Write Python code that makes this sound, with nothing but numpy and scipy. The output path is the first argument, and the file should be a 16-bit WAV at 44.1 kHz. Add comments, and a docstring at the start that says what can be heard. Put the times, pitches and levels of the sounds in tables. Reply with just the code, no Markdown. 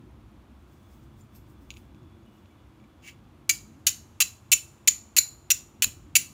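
"""Filtered noise gives a low rumble, faint hiss and thin wavering tones; short clicks give a regular tick.
From 0.6 s hands rustle (noise bursts); light touches of a steel striker on flint ring damped modes,
with a small room answering; at 3 s comes one slow rub (rough force under changing pressure).
From 3.5 s nine close strikes bite, scrape and snap free, with a thud and then a lump of moving air.
A limiter holds the peaks throughout."""
import sys
import numpy as np
from scipy import signal
from scipy.io import wavfile
from scipy.ndimage import uniform_filter1d, minimum_filter1d

SR = 44100
rng = np.random.default_rng(int(sys.argv[2]) if len(sys.argv) > 2 else 0)


def unload_wav(signal):
    """Save mono or channel-first audio to the path in sys.argv[1] as 16-bit WAV at rate SR, clipped to [-1, 1]."""
    wavfile.write(
        sys.argv[1],
        SR,
        np.round(np.clip(np.atleast_2d(signal).T, -1, 1) * 32767).astype(np.int16),
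    )


N = 279153
SPAN = 8192  # samples in a mode response or grit

# Low rumble spectrum. Each row: frequency in Hz, relative density in dB per Hz.
RUMBLE_SPECTRUM = [(15, -62), (25, -32.5), (56, -2.5), (92, -1), (139, -5), (172, -16.5), (220, -4),
                   (231, -10.5), (252, -11.5), (340, -10.5), (384, -18.5), (429, -43.5), (480, -32),
                   (620, -67), (1060, -120)]
# Rumble level. Each row: time in seconds, rms level in dB.
RUMBLE_LEVEL = [(0, -51.5), (.4, -51.5), (1.2, -51), (1.8, -50.5), (2.8, -54), (3.6, -52), (4.4, -55),
                (5.05, -56), (6.33, -50.5)]
# Hiss spectrum. Each row: frequency in Hz, relative density in dB per Hz.
HISS_SPECTRUM = [(240, -35.5), (400, -3.5), (425, -7), (879, -8), (1180, -8), (1840, -17.5), (2360, -17),
                 (2590, -18.5), (3470, -20.5), (4950, -27.5), (6950, -29), (7750, -31.5), (15300, -34),
                 (16000, -41)]
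HISS_DB = -63.5
# Tick colour. Each row: frequency in Hz, gain in dB.
TICK_COLOUR = [(3000, -25), (6000, -15), (9000, -2.5), (13000, -1), (16000, -7)]
TICK_START_S, TICK_EVERY_S = .0102, .1024
TICK_DB, TICK_SPREAD_DB = -52, 2.5
# Faint wavering tone: centre in Hz, width in Hz.
WHINE_TONE = (3430, 14)
# Its level. Each row: time in seconds, rms level in dB.
WHINE_LEVEL = [(0, -113), (.8, -79), (1.4, -83), (2.1, -78.5), (3.2, -81.5), (3.499, -91), (6.33, -94.5)]
# Lower tone that joins for a while: centre in Hz, width in Hz.
LOW_WHINE_TONE = (2920, 14)
# Its level. Each row: time in seconds, rms level in dB.
LOW_WHINE_LEVEL = [(2.2, -100), (2.27, -75), (2.7, -86), (3.0, -100)]
# Skin and cord sliding. Each row: frequency in Hz, relative density in dB per Hz.
RUSTLE_SPECTRUM = [(2350, -31), (4000, -4), (4930, 0.5), (5570, 2.5), (9220, 1), (10300, -6), (14800, 4),
                   (16000, 3.5)]
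# Brief rustles. Each row: peak time in seconds, e-fold fade in seconds, peak level in dB.
RUSTLE_EVENTS = [(.59, .04, -80), (.73, 0.063, -69.5), (.93, 0.095, -66.5), (1.04, 0.014, -73),
                 (1.2, 0.033, -65), (1.362, 0.026, -58), (1.5, 0.036, -66), (1.625, 0.03, -68),
                 (1.705, 0.031, -74), (1.775, 0.059, -65), (2.36, .12, -74)]
RUSTLE_RISE_PER_FADE = 0.67

# Modes of the steel, one frequency in Hz per entry.
STEEL_HZ = [2285, 2680, 3180, 4045, 4765, 5380, 5762, 6330, 6695, 6920, 7070, 7250, 7420, 7845, 8450, 9680,
            10683, 12555, 12950, 14625, 15120]
# The same modes, hand-held. Each row: t60 in seconds at looseness 1, blow and scrape level in dB,
# dB added as the edge snaps free.
STEEL_MODES = [(0.022, -5, -14.5), (0.013, -4.5, -16), (0.03, -15, -6.5), (0.022, -18.5, 6),
               (0.042, -8.5, -13.5), (.035, -24.5, -6), (0.078, -12, -9), (0.039, -27, -9),
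               (0.021, -1, -12.5), (0.023, -6.5, 8.5), (0.044, -5, 6.5), (0.033, -6.5, 1), (0.024, -15, 4),
               (0.0047, -14, -4.5), (0.01, -32.5, 0.5), (0.011, -27.5, -7), (0.057, -14.5, -7),
               (0.024, -7.5, -3.5), (0.042, -16.5, -7.5), (0.013, -11.5, -10), (0.034, -21, -11)]
# Centres of the mode families, in Hz.
FAMILY_HZ = [2290, 2680, 4400, 5760, 6690, 7150, 10680, 12800, 14800]
# Light touches. Each row: time in seconds, force in dB, share of stone in dB, looseness as a factor on
# ring time, favoured pitch in Hz, boost there in dB.
TAP_EVENTS = [(.829, -76, 4, 3, 10680, 22), (1.208, -79, -2, 2.5, 7170, 30.5),
              (1.351, -66, 3, 9.3, 12500, 30), (1.52, -82, -5, 4.5, 12500, 30),
              (1.7048, -44, 8, 1.3, 4045, 12), (1.7136, -62, 15.5, 0.86, 2680, 9),
              (1.7397, -60.5, 7, .81, 2400, 5), (1.765, -64, 5, 0.7, 2290, 12),
              (1.77, -57.5, 9.5, 1.2, 10680, 16), (1.779, -70, 8, .9, 10680, 9),
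              (1.947, -73, 11, 2.5, 2400, 13), (2.03, -80, 3, 1.5, 6700, 8), (2.23, -79, -5, 4.2, 6700, 12),
              (2.38, -76, 2, 1.5, 7100, 9), (2.458, -75, 13, 1.7, 4400, 10),
              (2.508, -74.5, -8, 3, 2325, 18), (2.8, -74, 4, 2.7, 2290, 13),
              (2.841, -72.5, 4, 1.5, 2290, 15)]
# Dull clack of a light touch. Each row: frequency in Hz, gain in dB.
TOUCH_COLOUR = [(880, -65), (1500, -31), (2590, 9), (4080, 4), (4420, -10), (6890, -2), (8080, -16),
                (15200, -22), (16000, -46)]
TAP_DB_PER_OCTAVE = -3  # soft touches favour low modes
FOCUS_OCTAVES = .06
DESK_DB, DESK_T60_S = -16, 0.053  # early echoes from desk and hands
# Room decay. Each row: frequency in Hz, t60 in seconds.
ROOM_T60 = [(1000, 0.29), (2500, 0.21), (5000, 0.25), (7000, 0.24), (10000, 0.22), (15000, 0.19)]
ROOM_DB = -15
FAR_DB, FAR_SLOWER = -28.5, 4.1  # weak late echo; factor on t60

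# One rub of steel on stone. Each row: time in seconds, pressure in dB.
RUB_PRESSURE = [(2.999, -94), (3.025, -61), (3.045, -52), (3.06, -49.5), (3.075, -46), (3.092, -43),
                (3.11, -54.5), (3.13, -65), (3.17, -94)]
# Its level in dB for each mode family.
RUB_FAMILY_DB = [1, -4, -29, -26, -13, -10.5, -10.5, -23, -6]
# Dry hiss of the grain. Each row: frequency in Hz, gain in dB.
RUB_COLOUR = [(710, -36.5), (1200, -16), (2790, 0.5), (3740, -14.5), (4130, -12.5), (5650, -14),
              (6950, -12.5), (13200, -29), (15200, -10), (16000, -43)]

# Strikes. Each row: time in seconds, force in dB, scrape length in seconds, change over the scrape in dB,
# snap in dB, grip looseness as a factor on ring time, mode left free by the grip in Hz, push of air in dB,
# steps from the middle along the edge, steps across it, steps of tilt.
STRIKE_EVENTS = [(3.4938, -17.5, 0.016, -20, -19, 1.04, 2285, -56, 0.33, -1.84, -0.95),
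                 (3.8679, -17, 0.023, -19.5, -24.5, 0.53, 6695, -59.5, 1, -0.098, 0),
                 (4.204, -22, 0.02, -10.5, -5.5, 0.88, 12555, -46, 2.5, -1.4, -0.55),
                 (4.5177, -22.5, 0.018, -0.5, -4.5, 0.81, 2680, -46, -0.18, 1.2, 1.7),
                 (4.8755, -20.5, 0.0094, -0.5, -2.5, 0.66, 2285, -46.5, 0.83, -1.6, -1.3),
                 (5.166, -25, 0.02, -0.5, 7, 0.65, 12500, -43, -0.4, 1.56, 2.3),
                 (5.504, -25.5, 0.01316, 4, -1.5, 0.57, 5762, -48, 1.1, -1.4, -2.5),
                 (5.8226, -22.5, 0.021, -10.5, -3, 0.45, 7100, -38, 1.5, 0.16, 1.2),
                 (6.1537, -20, 0.013, -0.5, -6.5, 0.68, 2680, -45.5, -0.55, 1.2, 1.9)]
# Place of a blow, a row per mode family. Each row: level at the middle in dB, dB per step along,
# dB per step across, dB per step of tilt.
SPOT_DB = [(4.94, -11, 0, -2.55), (-2, 5, 2.7, -0.4), (1, -3, -8, 6.5), (2.5, 0.5, 6.5, -4.5),
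           (0.6, -1.6, 1.3, -3.7), (0.86, -0.7, 1.5, -0.56), (-7, 3.5, 6.5, 3), (-4, 4, 7, -3.3),
           (-2.5, 2.1, 0.5, 3.1)]
# Dead clack of the small stone. Each row: frequency in Hz, gain in dB.
FLINT_COLOUR = [(300, -47.5), (800, -21.5), (1500, -12), (2300, -5.5), (3500, -6), (5000, -7.5),
                (7000, 4.5), (8500, -6.5), (11500, -6.5), (13700, -7.5), (15000, -6), (20000, -16.5)]
STONE_DB = 14  # share of stone in a strike
FREE_DB, FREE_LONGER = 5.5, 0.61  # free mode: boost, added share of ring time
AIR_LATE_S, AIR_WIDTH_S = 0.043, .022  # the hand's air follows the blow
JOLT_DB = -51

# Overall tone, with a steep treble roll-off. Each row: frequency in Hz, gain in dB.
TONE_RESPONSE = [(0, 0), (15550, 0), (15850, -20), (17100, -30), (22050, -40)]
EDGE_HZ = 17100


def amp(db):
    """dB to gain."""
    return 10 ** (np.asarray(db) / 20)


def evened(x):
    """Scales to rms 1."""
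    return x / np.sqrt(np.mean(x ** 2) + 1e-20)


def read(points, hz):
    """Interpolates a spectrum on a log-frequency axis."""
    f, value = np.transpose(points)
    return np.interp(np.log(hz + 1), np.log(f + 1), value)


def level(points):
    """Gain at every sample from (s, dB) points."""
    return amp(np.interp(np.arange(N) / SR, *np.transpose(points)))


def add(mix, s, sound):
    """Mixes a sound in at time s."""
    part = mix[round(s * SR):][:len(sound)]
    part += sound[:len(part)]


def filtered(x, order, hz, kind):
    """Butterworth filter."""
    return signal.sosfilt(signal.butter(order, hz, kind, fs=SR, output="sos"), x)


def noise(spectrum, patchy_db, size=1024, bins=16, frames=6):
    """Random short-time spectra with drifting patches, rms 1."""
    hz = np.fft.rfftfreq(size, 1 / SR)
    a, b, patches = rng.standard_normal((4 * N // size + 5, len(hz), 3)).T
    patches = uniform_filter1d(patches, bins, axis=0)
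    patches = evened(uniform_filter1d(patches, frames, axis=1))
    z = (a + 1j * b) * amp(read(spectrum, hz)[:, None] + patchy_db * patches)
    return evened(signal.istft(z, nperseg=size, noverlap=3 * size // 4)[1][:N])


def rumble():
    """Low noise in fine, slowly drifting bands, heard as wavering hums."""
    return level(RUMBLE_LEVEL) * noise(RUMBLE_SPECTRUM, 3.0, size=4096, bins=2, frames=10)


def hiss():
    """Nearly steady noise."""
    return amp(HISS_DB) * noise(HISS_SPECTRUM, 0.4)


def clack(colour):
    """Minimum-phase click with this colour: energy as early as causality allows."""
    hz = abs(np.fft.fftfreq(2048, 1 / SR))
    log_gain = np.log(amp(np.maximum(read(colour, hz), -100)))
    return np.fft.ifft(np.exp(np.conj(signal.hilbert(log_gain)))).real[:1024]


def ticks():
    """Evenly spaced clicks of slightly varying level."""
    out = np.zeros(N)
    for s in np.arange(TICK_START_S, N / SR, TICK_EVERY_S):
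        tick_db = TICK_DB + TICK_SPREAD_DB * rng.standard_normal()
        add(out, s, amp(tick_db) * clack(TICK_COLOUR))
    return out


def whine(tone, level_points):
    """Noise in one narrow resonance, so the tone wavers."""
    hz, width_hz = tone
    r = np.exp(-np.pi * width_hz / SR)
    poles = [1, -2 * r * np.cos(2 * np.pi * hz / SR), r * r]
    return level(level_points) * evened(signal.lfilter([1], poles, rng.standard_normal(N)))


def rustle():
    """Sliding skin and cord: noise under exponential rises and fades."""
    t = np.arange(N) / SR
    envelope = np.zeros(N)
    for s, fade_s, db in RUSTLE_EVENTS:
        rise_s = RUSTLE_RISE_PER_FADE * fade_s
        envelope += amp(db) * np.exp(np.minimum((t - s) / rise_s, (s - t) / fade_s))
    return envelope * noise(RUSTLE_SPECTRUM, 1.6)


def near(hz):
    """1 for modes at this pitch, falling to 0 away from it."""
    return np.exp(-(np.log2(np.array(STEEL_HZ) / hz) / FOCUS_OCTAVES) ** 2)


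def ring(hz, t60, db):
    """Click response of dying sines, energies in dB; alternate signs make close pairs swell and beat."""
    t = np.arange(SPAN)[:, None] / SR
    modes = amp(-60 * t / t60) * np.sin(2 * np.pi * hz * t)
    signs = (-1.) ** np.arange(len(hz))
    return modes @ (amp(db) * signs / np.linalg.norm(modes, axis=0))


def desk(x):
    """Adds a short dense burst of echoes, new for each contact."""
    t = np.arange(SPAN) / SR
    echoes = rng.standard_normal(SPAN) * amp(-60 * t / DESK_T60_S) * (t > .0015)
    echoes /= np.linalg.norm(echoes)
    return x + amp(DESK_DB) * signal.fftconvolve(x, echoes)[:len(x)]


def contact(force, snap, stone_db, loose, spot_db, colour):
    """Force rings steel and stone; the snap favours other modes of the steel."""
    hz = np.array(STEEL_HZ)
    t60, db, snap_db = np.transpose(STEEL_MODES)
    body = ring(hz, loose * t60, db + spot_db)
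    freed = ring(hz, loose * t60, db + spot_db + snap_db)
    out = signal.fftconvolve(force, body) + signal.fftconvolve(snap, freed)
    stone = signal.fftconvolve(force + .2 * snap, clack(colour))
    add(out, 0, amp(stone_db) * stone)
    return desk(out)


def taps():
    """Light touches: a two-sample push rings the steel, mostly near one pitch, and clacks the stone."""
    out, hz = np.zeros(N), np.array(STEEL_HZ)
    for s, force_db, stone_db, loose, near_hz, focus_db in TAP_EVENTS:
        push = amp(force_db) * np.array([10, 5])
        spot_db = TAP_DB_PER_OCTAVE * np.log2(hz / hz[0]) + focus_db * near(near_hz)
        add(out, s, contact(push, 0 * push, stone_db, loose, spot_db, TOUCH_COLOUR))
    return out


def room(x):
    """Sparse echoes dying band by band; three tails slowly cross-fade, so neighbouring blows echo differently."""
    out = np.zeros(N)
    turn = np.pi * np.arange(N) / SR / 1.05
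    for k in range(3):
        echoes = np.zeros(SR // 2)
        at = np.arange(200, len(echoes) - 16, 16)
        at = at + rng.integers(0, 16, len(at))
        echoes[at] = rng.choice([-1., 1.], len(at))
        hz, t, z = signal.stft(echoes, SR, nperseg=256)
        fall_db = -60 * t / read(ROOM_T60, hz)[:, None]
        fall = amp(fall_db) + amp(FAR_DB + fall_db / FAR_SLOWER)
        tail = signal.istft(z * fall, SR, nperseg=256)[1]
        share = np.sqrt(2 / 3) * np.cos(turn + k * np.pi / 3)  # squares sum to 1
        out += signal.fftconvolve(x * share, tail / np.linalg.norm(tail))[:N]
    return amp(ROOM_DB) * out


def by_mode(family_db):
    """Interpolates family levels in dB over the modes."""
    return read(np.transpose([FAMILY_HZ, family_db]), np.array(STEEL_HZ))


def grit(length, spread_db):
    """Force of a rough edge: dense tiny catches, a few large; rms 1 over SPAN before the cut."""
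    catches = rng.standard_normal(SPAN) * amp(spread_db * rng.exponential(1, SPAN))
    return evened(catches)[:length]


def rub():
    """Rough force under slowly changing pressure excites steel and grain."""
    s, db = np.transpose(RUB_PRESSURE)
    t = np.arange(s[0], s[-1], 1 / SR)[:SPAN]
    force = amp(np.interp(t, s, db)) * grit(len(t), 2.8)
    out = np.zeros(N)
    add(out, s[0], contact(force, 0 * force, 10.0, 0.64, by_mode(RUB_FAMILY_DB), RUB_COLOUR))
    return out


def strikes():
    """Bite, scrape and snap as forces; place and grip set the balance of modes."""
    out, t = np.zeros(N), np.arange(2048) / SR
    for s, force_db, length_s, fade_db, snap_db, loose, free_hz, _, *place in STRIKE_EVENTS:
        lift = np.exp(-np.maximum(t - length_s, 0) / 0.00021)  # the edge leaves the steel
        force = grit(len(t), 3.8) * amp(fade_db * t / length_s) * lift
        force[0] += 11.  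# first bite
        snap = 4.05 * grit(len(t), 0.76) * np.exp(-((t - length_s) / 0.0017) ** 2)
        snap[round(length_s * SR)] += 18.  # the last burr tears off
        snap *= amp(snap_db)
        free = near(free_hz)
        spot_db = by_mode(np.dot(SPOT_DB, [1, *place])) + FREE_DB * free
        mode_loose = loose * (1 + FREE_LONGER * free)
        add(out, s, amp(force_db) * contact(force, snap, STONE_DB, mode_loose, spot_db, FLINT_COLOUR))
    return out


def jolts():
    """The fingers take a jolt at each strike: a brief dull thud of band noise."""
    out, t = np.zeros(N), np.arange(4096) / SR
    for s, *_ in STRIKE_EVENTS:
        thud = evened(filtered(rng.standard_normal(len(t)), 2, [200, 720], "band"))
        add(out, s, amp(JOLT_DB) * thud * np.exp(-t / 0.0069) * (1 - np.exp(-t / 0.0032)))
    return out


def air_pushes():
    """Air moved by the hand: a Gaussian lump of bass noise after each strike."""
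    out, t = np.zeros(N), np.arange(4096) / SR
    middle = t.mean()
    for s, *_, air_db, along, across, tilt in STRIKE_EVENTS:
        air = evened(filtered(rng.standard_normal(len(t)), 2, [30, 180], "band")) / 2
        lump = np.exp(-((t - middle) / AIR_WIDTH_S) ** 2)
        add(out, s + AIR_LATE_S - middle, amp(air_db) * air * lump)
    return out


def scene():
    """Background, steel on stone with its room, thuds and air."""
    background = rumble() + hiss() + ticks() + rustle()
    background += whine(WHINE_TONE, WHINE_LEVEL) + whine(LOW_WHINE_TONE, LOW_WHINE_LEVEL)
    close = filtered(taps() + rub() + strikes(), 2, 1500, "high")  # small bodies radiate no bass
    return (background + close + room(close) + jolts() + air_pushes())[None]


def record(dry):
    """Steep treble roll-off above 15.5 kHz, deep bass cut, quick peak limiter, band limit."""
    hz, db = np.transpose(TONE_RESPONSE)
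    x = signal.oaconvolve(dry[0], signal.firwin2(601, hz, amp(db), fs=SR), "same")
    x = filtered(x, 3, 42, "high")
    peak_db = 20 * np.log10(-minimum_filter1d(-abs(x), size=41) + 1e-9)
    fall_db = np.arange(N) * 5400.0 / SR  # recovery, 5400 dB/s
    held_db = np.maximum.accumulate(peak_db + fall_db) - fall_db
    over_db = np.maximum(held_db + 3.4, 0)  # threshold -3.4 dB
    x = x / amp(uniform_filter1d(over_db, size=41))
    band_limit = signal.firwin(511, EDGE_HZ, window=("kaiser", 9), fs=SR)
    return signal.oaconvolve(x, band_limit, "same")[None]


dry = scene()
out = record(dry)
unload_wav(out)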